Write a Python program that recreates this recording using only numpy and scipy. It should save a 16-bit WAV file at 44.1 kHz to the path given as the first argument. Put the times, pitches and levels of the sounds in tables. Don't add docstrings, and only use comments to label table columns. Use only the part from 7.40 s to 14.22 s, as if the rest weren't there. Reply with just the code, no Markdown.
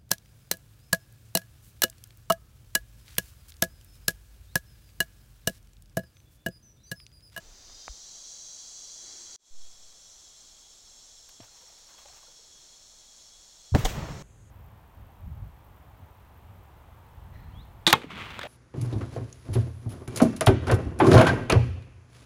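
import sys
import numpy as np
from scipy import signal
from scipy.fft import rfft, irfft, next_fast_len
from scipy.io import wavfile
from scipy.ndimage import map_coordinates

SR = 44100
rng = np.random.default_rng(int(sys.argv[2]) if len(sys.argv) > 2 else 0)


def persist_wave(psi):
    counts = np.round(np.clip(psi, -1, 1) * 32767).astype(np.int16)
    wavfile.write(sys.argv[1], SR, np.atleast_2d(counts).T)


N = 300968
TIME = np.arange(N) / SR
MOVE_S = 1.961


def from_db(db):
    return 10 ** (np.asarray(db) / 20)


def rms_one(x):
    return x / np.sqrt(np.mean(x ** 2) + 1e-20)


def lowpass(x, hz, order=2):
    return signal.sosfilt(signal.butter(order, hz, fs=SR, output="sos"), x + 1e-18)


def noise(colour):
    hz, db = np.transpose(colour)
    size = next_fast_len(N)
    bins = np.maximum(np.arange(size // 2 + 1) * SR / size, 1)
    gain = from_db(np.interp(np.log(bins), np.log(hz), db)) * np.minimum(bins / hz[0], 1) ** 2
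    return rms_one(irfft(rfft(rng.standard_normal(size)) * gain, size)[:N])


def drift(rate):
    knots = rng.standard_normal(int(N / SR * rate) + 2)
    return rms_one(np.interp(TIME * rate, np.arange(len(knots)), knots))


def ring(drive, hz, t60):
    r, w = 10 ** (-3 / (t60 * SR)), 2 * np.pi * hz / SR
    return signal.lfilter([0, np.sin(w)], [1, -2 * r * np.cos(w), r * r], drive + 1e-18)


def burst(start, rise, t60):
    age = np.maximum(TIME - start, 0)
    return np.minimum(age / rise, 1) * np.exp(-np.log(1000) * np.maximum(age - rise, 0) / t60)


def swells(rows):
    return np.sqrt(sum(from_db(db) ** 2 * np.exp(-((TIME - s) / half) ** 2) for s, db, half in rows))


def swing(start, db, hz, swell):
    age = np.maximum(TIME - start, 0)
    return from_db(db) * (age / swell * np.exp(1 - age / swell)) ** 2 * np.sin(2 * np.pi * hz * age)


def by_spot(first_db, second_db):
    return from_db(np.where(TIME < MOVE_S, first_db, second_db))


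def rocks(x, echo_db, sway_s=.00006, count=5):
    out = x.copy()
    for delay in np.geomspace(.005, .021, count) * rng.uniform(.85, 1.15, count):
        at = (TIME - delay - sway_s * drift(0.906)) * SR
        out += from_db(echo_db) * map_coordinates(x, [at], order=3)
    return out


# frequency in Hz, relative level in dB.
AIR_COLOUR = [(20, 10), (45, -1.5), (90, -6), (180, -8.5), (320, -10), (650, -6), (1100, -10), (2000, -14),
              (3000, -13), (8000, -22.5), (12500, -26), (15500, -21)]
# centre in seconds, level in dB, half length in seconds.
WIND_PUFFS = [(0.02, -57, 0.09), (0.23, -54, 0.03), (0.32, -59.5, 0.081), (4.74, -66, 0.08)]
RUSTLE_SWELLS = [(0.17, -70, 0.26), (1.7, -65.5, 0.084), (1.88, -68, 0.12), (5.2, -76.5, 0.14)]


def open_air():
    air = by_spot(-61.5, -64) * noise(AIR_COLOUR)
    wind = np.hypot(by_spot(-88, -72.5), swells(WIND_PUFFS)) * from_db(2.8 * drift(9))
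    rumble = noise([(20, 5.5), (65, -2.5), (130, -16.5), (400, -31.5), (1500, -63), (8000, -88)])
    rustle = noise([(200, -15), (350, -0.5), (550, -13.5), (2000, -10.5), (8000, -45)])
    return air + wind * rumble + from_db(3) * swells(RUSTLE_SWELLS) * rustle


def tymbal(buzz_hz, depth, wander):
    cycle = np.cumsum(buzz_hz * (1 + wander * drift(8))) / SR % 1
    return 1 + depth * np.exp(-cycle / .1)


def chorus(colour, bands, pulses):
    out = rms_one(noise(colour) * pulses) * from_db(.4 * drift(30))
    for start, stop, hz, width, db in bands:
        t60 = np.log(1000) / (np.pi * width) * 0.71
        rasp = rng.standard_normal(N) * pulses
        band = ring(ring(rasp, hz, t60), hz, t60)
        fade = np.clip(np.minimum(TIME - start, stop - TIME) / 0.23, 0, 1)
        out += fade * from_db(db + 0.69 * drift(7)) * rms_one(band)
    return out


# frequency in Hz, relative level in dB.
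NEAR_COLOUR = [(1530, -46), (2600, -33), (3130, -16.5), (3290, -6), (3490, -9), (3580, -22), (3990, -4.5),
               (4650, -6), (5060, -7.5), (5600, -6), (6250, 3.5), (7620, -8), (9290, -23.5), (10600, -22.5),
               (12000, -37.5), (15600, -61), (22000, -120)]
FAR_COLOUR = [(1530, -53), (2600, -29), (3090, -10.5), (3270, -13.5), (3420, -8), (3580, -7), (4260, -2.5),
              (4840, -8), (5460, -1.5), (5860, -1), (7280, -1.5), (9230, -17.5), (10700, -18),
              (12000, -24.5), (15600, -52), (22000, -120)]
# start and stop in seconds, pitch and rough width in Hz, level in dB against the chorus.
NEAR_BANDS = [(-0.5, 0.65, 5110, 430, -3.5), (-0.2, 0.7, 3820, 170, -12.5), (0.23, 0.62, 4380, 170, -12),
              (-0.5, 0.35, 6750, 300, -8), (0.7, 2.5, 3330, 88, -19.5), (0.43, 2.5, 4010, 69, -13.5),
              (0.4, 2.5, 4620, 180, -13.5), (0.4, 2.5, 5560, 120, -11.5), (0.3, 2.5, 5780, 120, -8),
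              (0.4, 2.5, 6420, 130, -12.5), (0.4, 2.5, 7080, 110, -15), (0.2, 2.5, 7600, 83, -15.5),
              (0.7, 2.5, 8600, 70, -26.5)]
FAR_BANDS = [(1.5, 7.3, 3335, 85, -12), (3.9, 7.3, 4270, 100, -13), (1.5, 7.3, 5410, 83, -11.5),
             (3.3, 7.3, 5560, 57, -11), (1.5, 3, 5887, 44, -11.5), (1.5, 7.3, 6450, 230, -10.5),
             (4.2, 7.3, 7040, 100, -15), (1.5, 4.24, 7400, 130, -11), (1.5, 7.3, 8780, 230, -25)]


def cicadas(half_effort_s=0.335, wind_up_s=0.175, pitch_sag=0.06):
    effort = 1 / (1 + np.exp((half_effort_s - TIME) / wind_up_s))
    speed = 1 - pitch_sag * (1 - effort ** 2)
    near = chorus(NEAR_COLOUR, NEAR_BANDS, tymbal(buzz_hz=109.5, depth=0.66, wander=.015))
    near = map_coordinates(near, [np.cumsum(speed)], order=3) * effort * from_db(-48.5)
    distant_hiss = from_db(-62) * noise(FAR_COLOUR)
    far_gain = from_db(-57 + 0.45 * drift(2.96))
    far = far_gain * chorus(FAR_COLOUR, FAR_BANDS, tymbal(buzz_hz=116.7, depth=0.58, wander=.002))
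    return rocks(np.where(TIME < MOVE_S, near + distant_hiss, far), echo_db=-12.0)


# time in seconds, strength in dB.
FINGER_TAPS = [(0.297, -44), (0.4801, -23)]
# pitch in Hz, relative level in dB, t60 in seconds.
HOUSING_MODES = [(740, -2.5, 0.0075), (1210, -0.5, 0.0051), (2270, -3.5, 0.0034)]


def knocks(soft_hz=3600):
    taps = np.zeros(N)
    for start, db in FINGER_TAPS:
        taps[round(start * SR)] = from_db(db)
    taps = lowpass(taps, soft_hz, order=3)
    return sum((-1) ** k * from_db(db) * ring(taps, hz, t60)
               for k, (hz, db, t60) in enumerate(HOUSING_MODES))


def bubble(start, db, hz, cycles=28, glide=0.065):
    turns = hz * np.maximum(TIME - start, 0)
    tone = np.sin(2 * np.pi * turns * (1 + glide * turns / cycles))
    return from_db(db) * burst(start, 0.0022, cycles / hz) * tone


# centre in seconds, level in dB, half length in seconds.
DROP_SHOWERS = [(4.045, -61.5, 0.03), (4.219, -65, 0.09), (4.649, -62.5, 0.19)]
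# frequency in Hz, relative level in dB.
PATTER_COLOUR = [(200, -23), (500, -3), (800, 1), (1400, -2), (2300, -4.5), (4000, -7), (9000, -22),
                 (15000, -15)]
# start in seconds, level in dB, t60 in seconds, low-pass in Hz.
WATER_SLAPS = [(3.89, -45, 0.028, 18000), (4.003, -47.5, 0.044, 4500), (4.03, -54, 0.098, 4500),
               (4.657, -51, 0.03, 5000)]
# start in seconds, peak in dB, pitch in Hz.
BUBBLE_PLOPS = [(4.002, -46.5, 660), (4.034, -51.5, 834), (4.589, -53, 1130), (4.655, -49, 560),
                (4.658, -47.5, 790), (4.698, -51.5, 713), (4.762, -52, 756)]


def splash(bubbles_per_s=50, bubble_hz=882, spread_db=1.8, spread_octaves=0.497):
    out = swells(DROP_SHOWERS) * noise(PATTER_COLOUR) * from_db(3.3 * drift(70))
    slap = noise([(400, -5.5), (750, 3), (1500, -5), (3200, 1.5), (9000, -15), (15000, -7.5)])
    for start, db, t60, top_hz in WATER_SLAPS:
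        out += from_db(db) * burst(start, 0.00078, t60) * lowpass(slap, top_hz)
    for centre, db, half in DROP_SHOWERS:
        count = round(2 * half * bubbles_per_s)
        for when, size, pitch in rng.standard_normal((60, 3))[:count]:
            start = centre + half * when / np.sqrt(2)
            out += bubble(start, db + 4.5 + spread_db * size, bubble_hz * 2 ** (spread_octaves * pitch))
    return out + sum(bubble(*plop) for plop in BUBBLE_PLOPS)


THUDS = [(0.492, -35.5, 44.3, 0.013), (4.0, -41.5, 262, 0.0026), (4.002, -50, 107, 0.015),
         (6.319, -18.5, 97, 0.012), (6.3447, -4.5, 89, 0.005), (6.3504, -17.5, 196, 0.0039),
         (6.383, -21, 119, 0.0075), (6.437, -16.5, 30.3, 0.017), (6.575, -26.5, 164, 0.0057)]


def thumps():
    return sum(swing(*thud) for thud in THUDS)


# start in seconds, level in dB, rise and t60 in seconds.
WALL_RETURNS = [(6.345, -32, 0.01, 0.82), (6.48, -33, 0.098, 1.67)]
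# frequency in Hz, relative level in dB.
ECHO_COLOUR = [(18, -34), (30, -5), (124, -1), (194, -8), (280, -14.5), (311, -12.5), (404, -15),
               (512, -14.5), (1280, -21), (1430, -24), (1810, -24.5), (5040, -37), (7090, -49), (8520, -56),
               (16000, -54.5)]


def gorge_echo():
    returns = [from_db(db) * burst(start, rise, t60) for start, db, rise, t60 in WALL_RETURNS]
    return np.linalg.norm(returns, axis=0) * noise(ECHO_COLOUR) * from_db(1.14 * drift(160))


# start in seconds, spray level in dB, hollow ring in dB.
SURFACE_BREAKS = [(6.353, -38.5, -20), (6.4505, -38, -26.5)]
# frequency in Hz, relative level in dB.
SPRAY_COLOUR = [(180, -45), (300, 0), (634, -6), (814, -5), (900, -3), (1170, -9), (1480, -5), (3240, -7.5),
                (4370, -13), (6960, -10.5), (9880, -22), (15000, -17), (16000, -13)]


def plume(rise_s=0.037):
    cavity = sum(swing(start, db, hz=766, swell=0.0039) for start, _, db in SURFACE_BREAKS)
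    hiss = noise([(2500, -25), (6500, 7), (10000, -9), (15000, -19)])
    jet = from_db(-29.5) * hiss * burst(6.4475, rise=0.00079, t60=0.039)
    thrown = [from_db(db) * burst(start, rise_s, t60=0.38) for start, db, _ in SURFACE_BREAKS]
    mist = from_db(-55.5) * burst(SURFACE_BREAKS[0][0], rise_s, t60=6.0)
    spray = np.linalg.norm(thrown + [mist], axis=0) * noise(SPRAY_COLOUR) * from_db(1.4 * drift(400))
    return cavity + rocks(jet + spray, echo_db=-16)


# start in seconds, peak in dB, length in seconds.
SHOCK_PULSES = [(6.349, -7.5, 0.00046), (6.3502, -8.5, 0.003), (6.453, -17.5, 0.00137)]
# delay in seconds, relative level in dB.
BED_BOUNCES = [(0.0066, -2), (0.0106, -7), (0.02, -14)]


def shocks(edge_hz=4200, bed_hz=950):
    def path(delay, top_hz):
        out = np.zeros(N)
        for start, db, length in SHOCK_PULSES:
            phase = (TIME - start - delay) / length
            out += from_db(db) * (1 - 2 * phase) * ((phase >= 0) & (phase < 1))
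        return lowpass(out, top_hz)
    return path(0, edge_hz) + sum(from_db(db) * path(delay, bed_hz) for delay, db in BED_BOUNCES)


# frequency in Hz, relative level in dB.
CRACK_COLOUR = [(150, -8.5), (280, 3.5), (400, 0), (540, -1.5), (760, 1.5), (1000, -20), (1500, -23),
                (1950, -11.5), (2700, -26), (5000, -24.5), (7500, -29), (11000, -42), (15000, -35)]
VENT_COLOUR = [(120, -34), (200, -9), (334, -12), (821, -3), (1560, -24.5), (2170, -12), (2510, -31),
               (2960, -11), (3490, -13), (3830, -15), (5130, -22.5), (6280, -17), (11300, -33),
               (12400, -29), (16000, -25)]


def blast():
    dull_roar = noise([(200, 0), (850, 2), (2000, -24), (8000, -50)])
    heave = from_db(-30) * dull_roar * burst(6.338, rise=0.0081, t60=0.056)
    crack = from_db(-16) * noise(CRACK_COLOUR) * burst(6.3465, rise=0.0042, t60=0.07)
    vent = from_db(-21.5) * noise(VENT_COLOUR) * burst(6.447, rise=0.0078, t60=0.065)
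    return shocks() + heave + crack + vent


def scene():
    background = cicadas() + open_air() + knocks()
    return (background + splash() + thumps() + blast() + plume() + gorge_echo())[None]


def bias_settling(start=2.108, db=-27.0, hz=2.03, t60=0.88):
    age = np.maximum(TIME - start, 0)
    return from_db(db - 60 * age / t60) * np.sin(2 * np.pi * hz * age)


def record(dry, ceiling=0.34, fade_start_s=1.979, fade_s=0.25, cutoff_hz=15800):
    fade_up = np.clip((TIME - fade_start_s) / fade_s, from_db(-33), 1)
    gain = np.where(TIME < MOVE_S, 1, fade_up)
    squashed = ceiling * np.tanh((dry * gain + bias_settling()) / ceiling)
    return signal.sosfilt(signal.ellip(10, .1, 70, cutoff_hz, fs=SR, output="sos"), squashed)


dry = scene()
out = record(dry)
persist_wave(out)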